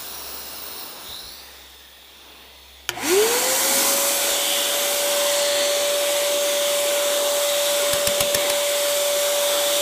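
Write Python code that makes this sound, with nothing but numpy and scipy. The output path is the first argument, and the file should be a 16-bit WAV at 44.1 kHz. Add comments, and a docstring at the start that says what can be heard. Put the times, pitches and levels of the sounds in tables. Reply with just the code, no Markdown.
"""Workshop air and vacuum

Compressed air hisses at a brass valve, as coloured noise and ringing bands, and fades as the hand-held
microphone turns away. A switch snaps and a shop vacuum spins up: gliding sines make its motor's whine,
over bands of noise for its drum, hose and exhaust. At the bench a small air-driven engine gives five
sharp puffs, each a noise burst with a low pulse. A low machine hum and soft bumps of the hand lie beneath."""
import sys
import numpy as np
from scipy import signal
from scipy.fft import rfft, irfft, next_fast_len
from scipy.io import wavfile
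from scipy.ndimage import uniform_filter1d, map_coordinates

SR = 44100
rng = np.random.default_rng(int(sys.argv[2]) if len(sys.argv) > 2 else 0)


def waveform_to_disk(signal):
    """Save audio, clipped to [-1, 1], as 16-bit WAV at the path in sys.argv[1]."""
    frames = np.transpose(np.atleast_2d(signal))
    scaled = np.clip(frames, -1, 1) * 32767
    samples = np.round(scaled).astype(np.int16)
    wavfile.write(sys.argv[1], SR, samples)


N = 432621

# Colour of the valve's jet. Each row: frequency in Hz, relative density in dB per Hz.
JET_COLOUR = [(40, -19), (130, -11.5), (250, -5), (430, 0), (650, -0.5), (950, 2), (1400, -4.5),
              (1850, -11.5), (2250, -8), (2750, -1.5), (3050, -7.5), (3400, -9.5), (3800, -15), (5000, -30)]
# Colour of its upper sizzle. Each row: frequency in Hz, relative density in dB per Hz.
SIZZLE_COLOUR = [(2600, -30), (3950, 2), (4450, 5), (4800, -3), (5150, 1.5), (5550, 3), (5850, 0),
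                 (6200, 2), (6650, -7.5), (8400, -3.5), (9400, -9), (10700, -1), (11300, -9), (15500, -14)]
# Resonances of the valve. Each row: frequency in Hz, width in Hz, relative level in dB.
VALVE_RESONANCES = [(10860, 600, -13), (12350, 220, -16), (13500, 320, -9), (15100, 350, -1)]
# Hiss returned by the shop. Each row: frequency in Hz, relative density in dB per Hz.
SHOP_COLOUR = [(600, -13), (1300, -7), (1900, 4), (2700, -1), (4000, -5), (8000, -9), (15000, -23)]
# Roar in the vacuum's drum. Each row: frequency in Hz, relative density in dB per Hz.
DRUM_COLOUR = [(25, -60), (100, -30), (165, -21), (230, -9.5), (400, 2), (620, -1.5), (790, 1.5),
               (1000, 1.5), (1250, -4), (1450, 0), (1650, -4.5), (2100, 0), (2700, -2), (4500, -14),
               (9000, -38)]
# Hollow resonances of the drum. Each row: frequency in Hz, width in Hz, relative level in dB.
DRUM_RESONANCES = [(266, 95, 0.61), (1000, 130, 2), (1440, 180, 0)]
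# Rush of the exhaust. Each row: frequency in Hz, relative density in dB per Hz.
RUSH_COLOUR = [(2000, -29.5), (3800, -11.5), (4350, -1.5), (5100, -2.5), (6500, 1), (8200, 2), (9800, -2.5),
               (12000, -21), (16000, -32)]
# Top fizz of the exhaust. Each row: frequency in Hz, relative density in dB per Hz.
FIZZ_COLOUR = [(7000, -30), (10500, -0.5), (12500, 0), (14000, -0.5), (15300, -3)]
# The vacuum's low rumble. Each row: frequency in Hz, relative density in dB per Hz.
RUMBLE_COLOUR = [(20, -22), (40, -12), (55, -3), (110, 2), (160, -3), (400, -25), (1500, -58)]
# Resonances of the switch and its housing. Each row: frequency in Hz, relative level in dB, t60 in seconds.
HOUSING_RESONANCES = [(355, -23, 0.25), (725, -26, 0.069), (970, -21, 0.081), (1430, -14, 0.032),
                      (1810, -13, 0.038), (2290, -7, .008), (3160, -3.5, 0.012), (4600, -18, .01),
                      (6500, -11, .008)]
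# Crack of the switch. Each row: frequency in Hz, relative density in dB per Hz.
CRACK_COLOUR = [(40, -45), (100, -24), (700, -11), (1600, -1), (3500, 1), (6500, -4), (9000, -10),
                (15000, -12)]
# The engine's exhaust. Each row: start in seconds, relative strength of the blast in dB,
# relative strength of the low pulse in dB.
ENGINE_PUFFS = [(7.932, -15, -22.5), (8.0717, -12.5, -22.5), (8.2059, -11.5, -23), (8.3466, -12, -26),
                (8.4987, -15.5, -35)]
# Air of a puff. Each row: frequency in Hz, relative density in dB per Hz.
BURST_COLOUR = [(200, -12), (1200, -2.0), (2500, 2.0), (4300, -1.5), (7000, -0.5), (10000, 1.0),
                (15000, -6)]
# Boom of the bench. Each row: frequency in Hz, width in Hz, relative level in dB.
BENCH_RESONANCES = [(195, 68, 0), (256, 74, -6)]
# Decay of the workshop's tail. Each row: frequency in Hz, t60 in seconds.
ROOM_DECAY = [(150, .3), (2000, 0.19), (12000, 0.035)]
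# Overtones of the rotor. Each row: multiple of its speed, nominal full-speed level in dB rms,
# extra in dB that dies away after the switch.
ROTOR_OVERTONES = [(2, -70, 51), (3, -68, 37), (6, -57, 0), (7, -57.5, 33), (14, -46, 3)]
# Soft bumps of the hand on the microphone. Each row: centre in seconds, peak level in dB.
HAND_BUMPS = [(1.11, -49), (1.27, -51), (4.21, -59), (4.33, -55)]
# Colour of the bumps. Each row: frequency in Hz, relative density in dB per Hz.
BUMP_COLOUR = [(20, -12), (55, 5), (100, -2), (250, -25), (1000, -70)]
# The hiss's echo off the bench. Each row: time in seconds, lag in ms, share of the direct sound.
BENCH_REFLECTION = [(1, 0.58, .27), (1.27, .56, 0.36), (1.55, 0.42, .1), (2, 0.43, .24)]
# The vacuum's echo off the floor. Each row: time in seconds, lag in ms, share of the direct sound.
FLOOR_REFLECTION = [(3.7, 2.6, .12), (5, 4.6, 0.077), (8.5, 4.8, 0.082), (9.8, 4.3, 0.11)]
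# Loud spots of the hum that the microphone passes. Each row: centre in seconds, half width in seconds,
# gain in dB.
HUM_LOUD_SPOTS = [(.35, .45, 11), (1.6, .35, 12), (2.82, 0.56, 14)]
# Whine over time, before speed and resonance act; it dips briefly at the puffs.
# Each row: time in seconds, level in dB rms.
WHINE_OVER_TIME = [(3.3, -34.5), (4.12, -33), (4.37, -37), (5.25, -26.8), (7.9, -26.8), (8.3, -28),
                   (9.2, -26.5), (9.8, -27.7)]
# Exhaust over time, read against BENCH_DB: it follows nearness, and dips briefly at the puffs.
# Each row: time in seconds, level in dB.
EXHAUST_OVER_TIME = [(3.25, -27), (3.69, -23.5), (3.91, -23.5), (4.34, -26.5), (5.24, -27), (5.42, -28),
                     (5.86, -29), (7.8, -28), (8.27, -30), (8.99, -27.5), (9.3, -28), (9.81, -27)]
# Nulls of the room's standing waves in the gliding whine. Each row: centre in seconds, depth in dB.
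WHINE_NULLS = [(3.092, 4), (3.155, 4), (3.28, 4), (3.405, 6.5), (3.595, 10), (3.845, 4)]

TOP_HZ = 15330  # band limit of the sound
TURN_AWAY_S, TURN_EASE_S = 1.37, 0.17  # the microphone turns from the valve: when, how gradually
LEAVE_LID_S, LEAVE_EASE_S = 4.194, 0.14  # it rises from the vacuum's lid to the bench
HAND_S, HAND_WIDTH_S = 5.56, 0.39  # a hand passes close by the microphone
BENCH_DB = -28  # exhaust level at the bench
SWITCH_S, SPIN_DELAY_S = 2.8913, 0.024  # the vacuum's switch; the wait before the rotor moves
TOP_SPEED = 577.7  # turns a second
SPIN_UP_S, SETTLE_S, SETTLE_SHARE = 0.1695, 0.512, 0.229  # a fast rise, then a slow creep
FULL_FLOW_SPEED = 330  # turns a second at which the fan's air is fully up
WHINE_ONSET_SPEED = 267  # turns a second below which the whine fades out
BOOM_HZ, BOOM_WIDTH_HZ, BOOM_DB = 398, 160, 20  # the drum's resonance, swept through by the whine
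NULL_WIDTH_S, NULL_WIDENING = 0.011, 0.032  # first null's half width; seconds wider per second after it
HOSE_HZ, HOSE_WANDER_HZ = 3484, 44.97  # the ribbed hose's note and its drift
PASS_HOSE_S, PASS_WIDTH_S, PASS_DB, PASS_SAG_HZ = 4.53, 0.2, 6, 230.1  # near the hose it swells and sags
FLARE_S, FLARE_ATTACK_S, FLARE_FALL_DB_PER_S = 1.07, 0.023, 45  # the air line's rising whistle
FLARE_HZ, FLARE_RISE_HZ_PER_S = 3610, 2900


def amp(db):
    """Decibels to gain."""
    return 10 ** (np.asarray(db) / 20)


def unit(x):
    """x at rms 1."""
    return x / np.sqrt(np.mean(x ** 2) + 1e-20)


def clock():
    """The time of every sample in seconds."""
    return np.arange(N) / SR


def along(points, hz):
    """(Hz, value) points read on a log frequency axis."""
    f, v = np.transpose(points)
    return np.interp(np.log(hz + 1), np.log(f + 1), v)


def curves(rows):
    """One value per sample for each column after the time."""
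    s, *cols = np.transpose(rows)
    return [np.interp(clock(), s, c) for c in cols]


def wobble(rate):
    """A smooth random curve, rate knots a second."""
    knots = rng.standard_normal(int(N * rate / SR) + 4)
    return map_coordinates(knots, [clock() * rate])


def swell(s, width_s):
    """A smooth bump from 0 to 1 and back, centred on s."""
    return np.exp(-((clock() - s) / width_s) ** 2)


def ease(s, width_s):
    """A smooth step from 0 to 1, half way at s."""
    return 0.5 + 0.5 * np.tanh((clock() - s) / (2 * width_s))


def filtered(x, response):
    """x with its spectrum multiplied by a response of frequency."""
    m = next_fast_len(N + SR // 2)
    gain = response(np.fft.rfftfreq(m, 1 / SR))
    return irfft(rfft(x, m) * gain, m)[..., :N]


def turbulence(patchy_db):
    """Moving air as white noise with drifting patches of gain across time and frequency."""
    z = signal.stft(rng.standard_normal(N), nperseg=1024)[2]
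    across_hz = uniform_filter1d(rng.standard_normal(z.shape), size=5, axis=0)
    patches = unit(uniform_filter1d(across_hz, size=18, axis=1))
    return signal.istft(z * amp(patchy_db * patches), nperseg=1024)[1][:N]


def flow(spectrum, patchy_db):
    """Turbulence of a given colour, rms 1."""
    return unit(filtered(turbulence(patchy_db), lambda hz: amp(along(spectrum, hz))))


def blown(modes, patchy_db):
    """Turbulence ringing in steep-sided resonances, rms 1."""
    def gain(hz):
        return sum(amp(db) / (1 + ((hz - fc) / (width / 2)) ** 2) for fc, width, db in modes)
    return unit(filtered(turbulence(patchy_db), gain))


def singing(level_db, centre_hz, width_hz):
    """A narrow band of turbulence, shifted up to a centre and level that may move."""
    def spread(hz):
        return 1 / (1 + (2 * hz / width_hz) ** 3)
    in_phase = unit(filtered(turbulence(1), spread))
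    quadrature = unit(filtered(turbulence(1), spread))
    carrier = np.exp(2j * np.pi * np.cumsum(centre_hz + np.zeros(N)) / SR)
    return amp(level_db) * np.real((in_phase + 1j * quadrature) * carrier)


def echoed(x, path):
    """x plus one reflection whose lag and share change as the microphone moves."""
    lag_ms, share = curves(path)
    late = np.arange(N) - lag_ms * SR / 1000
    reflection = share * map_coordinates(x, [late], order=3)
    return (x + reflection) / np.sqrt(1 + share ** 2)


def room(x, wet_db):
    """x with the workshop's short tail of decaying noise, the treble dying first."""
    hz, t, z = signal.stft(rng.standard_normal(SR // 2), SR, nperseg=256)
    decay = amp(-60 * t / along(ROOM_DECAY, hz)[:, None])
    tail = signal.istft(z * decay, SR, nperseg=256)[1]
    wet = signal.fftconvolve(x, tail / np.linalg.norm(tail))[:N]
    return (x + amp(wet_db) * wet) / np.sqrt(1 + amp(wet_db) ** 2)


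def hum():
    """A low machine hum, a slightly unsteady sine, is louder in some spots of the shop than in others."""
    level_db = -64 + sum(db * swell(s, width_s) for s, width_s, db in HUM_LOUD_SPOTS)
    phase = 2 * np.pi * 66.5 * clock() + 0.12 * wobble(4.3)
    return amp(level_db + 0.7 * wobble(5)) * np.sin(phase)


def handling():
    """The hand bumps the microphone softly, as short swells of low noise."""
    bumps = sum(amp(db) * swell(s, width_s=0.035) for s, db in HAND_BUMPS)
    return bumps * flow(BUMP_COLOUR, patchy_db=1)


def air_line(away):
    """Air sings in the line, lower after the turn, and flares in one rising whistle."""
    steady = singing(-47 - 3.6 * away, 4000 - 480 * away, width_hz=710)
    t = np.clip(clock() - FLARE_S, -0.1, 2)
    flare_db = -33.7 - FLARE_FALL_DB_PER_S * np.maximum(t, 0)
    flare = singing(flare_db, FLARE_HZ + FLARE_RISE_HZ_PER_S * t, width_hz=650)
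    return steady + ease(FLARE_S, FLARE_ATTACK_S) * flare


def leak():
    """Air escaping at the valve hisses and rings it; turning away dulls it, the high ringing most."""
    away = ease(TURN_AWAY_S, TURN_EASE_S)
    dip = swell(0.98, width_s=0.1)
    # The jet swells again for a moment after the turn.
    jet_db = -39.3 - 14 * away + 5.5 * swell(2.36, width_s=0.2)
    sizzle_db = -38.5 - 15 * away - 2 * dip
    ringing_db = -36.5 - 18 * away - 5.5 * dip
    hiss = amp(jet_db) * flow(JET_COLOUR, patchy_db=1)
    hiss += amp(sizzle_db) * flow(SIZZLE_COLOUR, patchy_db=2.5)
    hiss += amp(ringing_db) * blown(VALVE_RESONANCES, patchy_db=-1.5)
    # Off the jet's axis the hiss comes back from the shop, broad and even, most in mid-turn.
    shop_db = -55.5 + 11 * swell(1.45, width_s=0.29)
    hiss += away * amp(shop_db) * flow(SHOP_COLOUR, patchy_db=3.5)
    return air_line(away) + echoed(hiss, BENCH_REFLECTION)


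def switch():
    """The rocker snaps over in a noise crack and rings the plastic housing as decaying sines."""
    t = np.maximum(clock() - SWITCH_S, 0)
    ring = np.zeros(N)
    for k, (hz, db, t60) in enumerate(HOUSING_RESONANCES):
        ring += (-1) ** k * amp(db - 60 * t / t60) * np.sin(2 * np.pi * hz * t)
    # A very short snap with a longer, weaker trail.
    snap = (t > 0) * (amp(-2 - 60 * t / 0.0055) + amp(-14.0 - 60 * t / 0.057))
    crack = snap * flow(CRACK_COLOUR, patchy_db=3)
    return room(amp(-8.5) * (crack + ring), wet_db=-15.5)


def puffs():
    """Each time the engine's port opens, air bursts out and a low pressure pulse follows."""
    blast, thump, boom = np.zeros((3, N))
    for s, blast_db, thump_db in ENGINE_PUFFS:
        t = clock() - s
        from_peak = np.abs((t - 0.0024) / 0.0034)
        blast += amp(blast_db) * np.exp(-np.minimum(from_peak, 10) ** 3)
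        u = np.clip((t - 0.007) / 0.0033, -10, 10)
        thump += amp(thump_db - 2.5) * (1 - 2 * u ** 2) * np.exp(-u ** 2)
        # The pulse leaves the bench booming briefly.
        after = np.maximum(t - 0.008, 0)
        boom += (after > 0) * amp(thump_db - 13 - 60 * after / 0.28)
    burst = blast * flow(BURST_COLOUR, patchy_db=-1.5)
    return room(burst, wet_db=-7.5) + thump + boom * blown(BENCH_RESONANCES, patchy_db=1.5)


def rotor_speed():
    """Turns a second: after the switch the rotor closes in on its top speed, fast and then slowly."""
    t = np.maximum(clock() - SWITCH_S - SPIN_DELAY_S, 0)
    fast_gap = (1 - SETTLE_SHARE) * np.exp(-t / SPIN_UP_S)
    slow_gap = SETTLE_SHARE * np.exp(-t / SETTLE_S)
    return TOP_SPEED * (1 - fast_gap - slow_gap)


def shortfall(speed):
    """How far the fan is from full flow: 1 at rest, 0 once it is up."""
    return np.clip(1 - speed / FULL_FLOW_SPEED, 0, 1)


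def suction():
    """The fan's air roars in the drum, sings in the hose and hisses out, rising with the rotor's speed."""
    slow = shortfall(rotor_speed())
    exhaust_db = curves(EXHAUST_OVER_TIME)[0] - BENCH_DB
    over_lid = 1 - ease(LEAVE_LID_S, LEAVE_EASE_S)
    hand, passing = swell(HAND_S, HAND_WIDTH_S), swell(PASS_HOSE_S, PASS_WIDTH_S)
    drum_db = -30 + 0.23 * exhaust_db + 1.84 * over_lid - 14 * slow
    rush_db = -27.8 + 0.56 * over_lid + 1.08 * exhaust_db - 35 * slow
    fizz_db = -30.5 + 1.45 * exhaust_db - 3.0 * hand - 40 * slow
    air = amp(drum_db) * flow(DRUM_COLOUR, patchy_db=1.82)
    air += amp(rush_db) * flow(RUSH_COLOUR, patchy_db=1.44)
    air += amp(fizz_db) * flow(FIZZ_COLOUR, patchy_db=1.9)
    hose_db = -30.7 - 3.9 * over_lid + PASS_DB * passing - 30 * slow + 0.96 * wobble(5)
    hose_hz = HOSE_HZ - PASS_SAG_HZ * passing + HOSE_WANDER_HZ * wobble(2.5)
    air += singing(hose_db, hose_hz, width_hz=980)
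    # A higher whistle stands out over the lid and while the hand is near.
    whistle_db = -48.5 + 13 * over_lid + 17 * hand - 35 * slow
    air += singing(whistle_db, 4370 + 40 * wobble(2.5), width_hz=620)
    # Close above the lid, the drum's hollow resonances stand out.
    hollow_db = drum_db - 28 + 21.3 * over_lid - 21 * slow
    air += amp(hollow_db) * blown(DRUM_RESONANCES, patchy_db=2.0)
    # The rumble fills the shop evenly, wherever the microphone points.
    air += amp(-63.0) * flow(RUMBLE_COLOUR, patchy_db=3.0)
    running = np.clip((clock() - SWITCH_S) / 0.018, 0, 1)
    air = running * amp(0.36 * wobble(12)) * air
    return room(echoed(air, FLOOR_REFLECTION), wet_db=-15)


def whine_level(speed):
    """The whine in dB: it sets in with speed, booms at the drum's resonance, dips at nulls and wavers."""
    level_db, = curves(WHINE_OVER_TIME)
    onset_db = -95 * np.clip(1 - speed / WHINE_ONSET_SPEED, 0, 1)
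    boom_db = BOOM_DB / (1 + (2 * (speed - BOOM_HZ) / BOOM_WIDTH_HZ) ** 2)
    # Later nulls last longer, as the glide slows.
    nulls_db = 0
    for s, depth_db in WHINE_NULLS:
        width_s = NULL_WIDTH_S + NULL_WIDENING * (s - WHINE_NULLS[0][0])
        nulls_db += depth_db * swell(s, width_s)
    waver_db = 1.6 * swell(3.6, width_s=0.7) * wobble(18)
    return level_db + onset_db + boom_db - nulls_db + waver_db


def start_up(speed):
    """Brushes scrape and the straining motor groans; both rise in pitch with speed and soon die away."""
    scrape = singing(-36.5, 1800 + 2.1 * speed, width_hz=500)
    groan_hz = 520 + 1.42 * speed
    # The groan is loudest as it crosses a resonance of the housing.
    groan_db = -38 + 8 / (1 + ((groan_hz - 745) / 45) ** 2)
    groan = singing(groan_db, groan_hz, width_hz=70)
    return swell(3.09, width_s=0.12) * scrape + swell(3.07, width_s=0.14) * groan


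def motor():
    """The rotor shakes the drum once a turn, making the whine; mains hum in its windings fades to a trace."""
    speed = rotor_speed()
    fraction = speed / speed.max()
    whine_db = whine_level(speed)
    since = np.maximum(clock() - SWITCH_S, 0)
    turn = 2 * np.pi * np.cumsum(speed + 0.187 * wobble(5)) / SR
    # The pressure wave is slightly lopsided, so a faint octave rides on it.
    octave_gain = fraction ** 6 * amp(-20.5 + 0.81 * wobble(3.01))
    octave = octave_gain * np.sin(2 * turn + 0.1 * wobble(22))
    whine = amp(whine_db + 0.2 * wobble(14)) * (np.sin(turn + 0.025 * wobble(40)) + octave)
    # Overtones flutter in the moving air, and get a boost while the motor strains to speed up.
    strain = np.exp(-since / 0.7)
    for multiple, db, extra_db in ROTOR_OVERTONES:
        level = fraction ** 2 * amp(db + extra_db * strain + 2.1 * wobble(7.5))
        whine += level * np.sin(round(multiple) * (turn + 0.12 * wobble(25)))
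    mains_hum = (amp(-47.0 - 30 * since) + amp(-69.5)) * np.sin(2 * np.pi * 120 * since)
    # The root of 2 turns sine levels into rms levels.
    return (since > 0) * (np.sqrt(2) * (whine + mains_hum) + start_up(speed))


def scene():
    """Everything reaches one microphone, heard alike in both ears."""
    mono = hum() + handling() + leak() + switch() + puffs() + suction() + motor()
    return np.array([mono, mono])


def record(dry):
    """The microphone's electronics round off the highest peaks and keep nothing above the band limit."""
    rounded = dry / (1 + np.abs(dry / 0.72) ** 6) ** (1 / 6)
    return filtered(rounded, lambda hz: hz < TOP_HZ)


dry = scene()
out = record(dry)
waveform_to_disk(out)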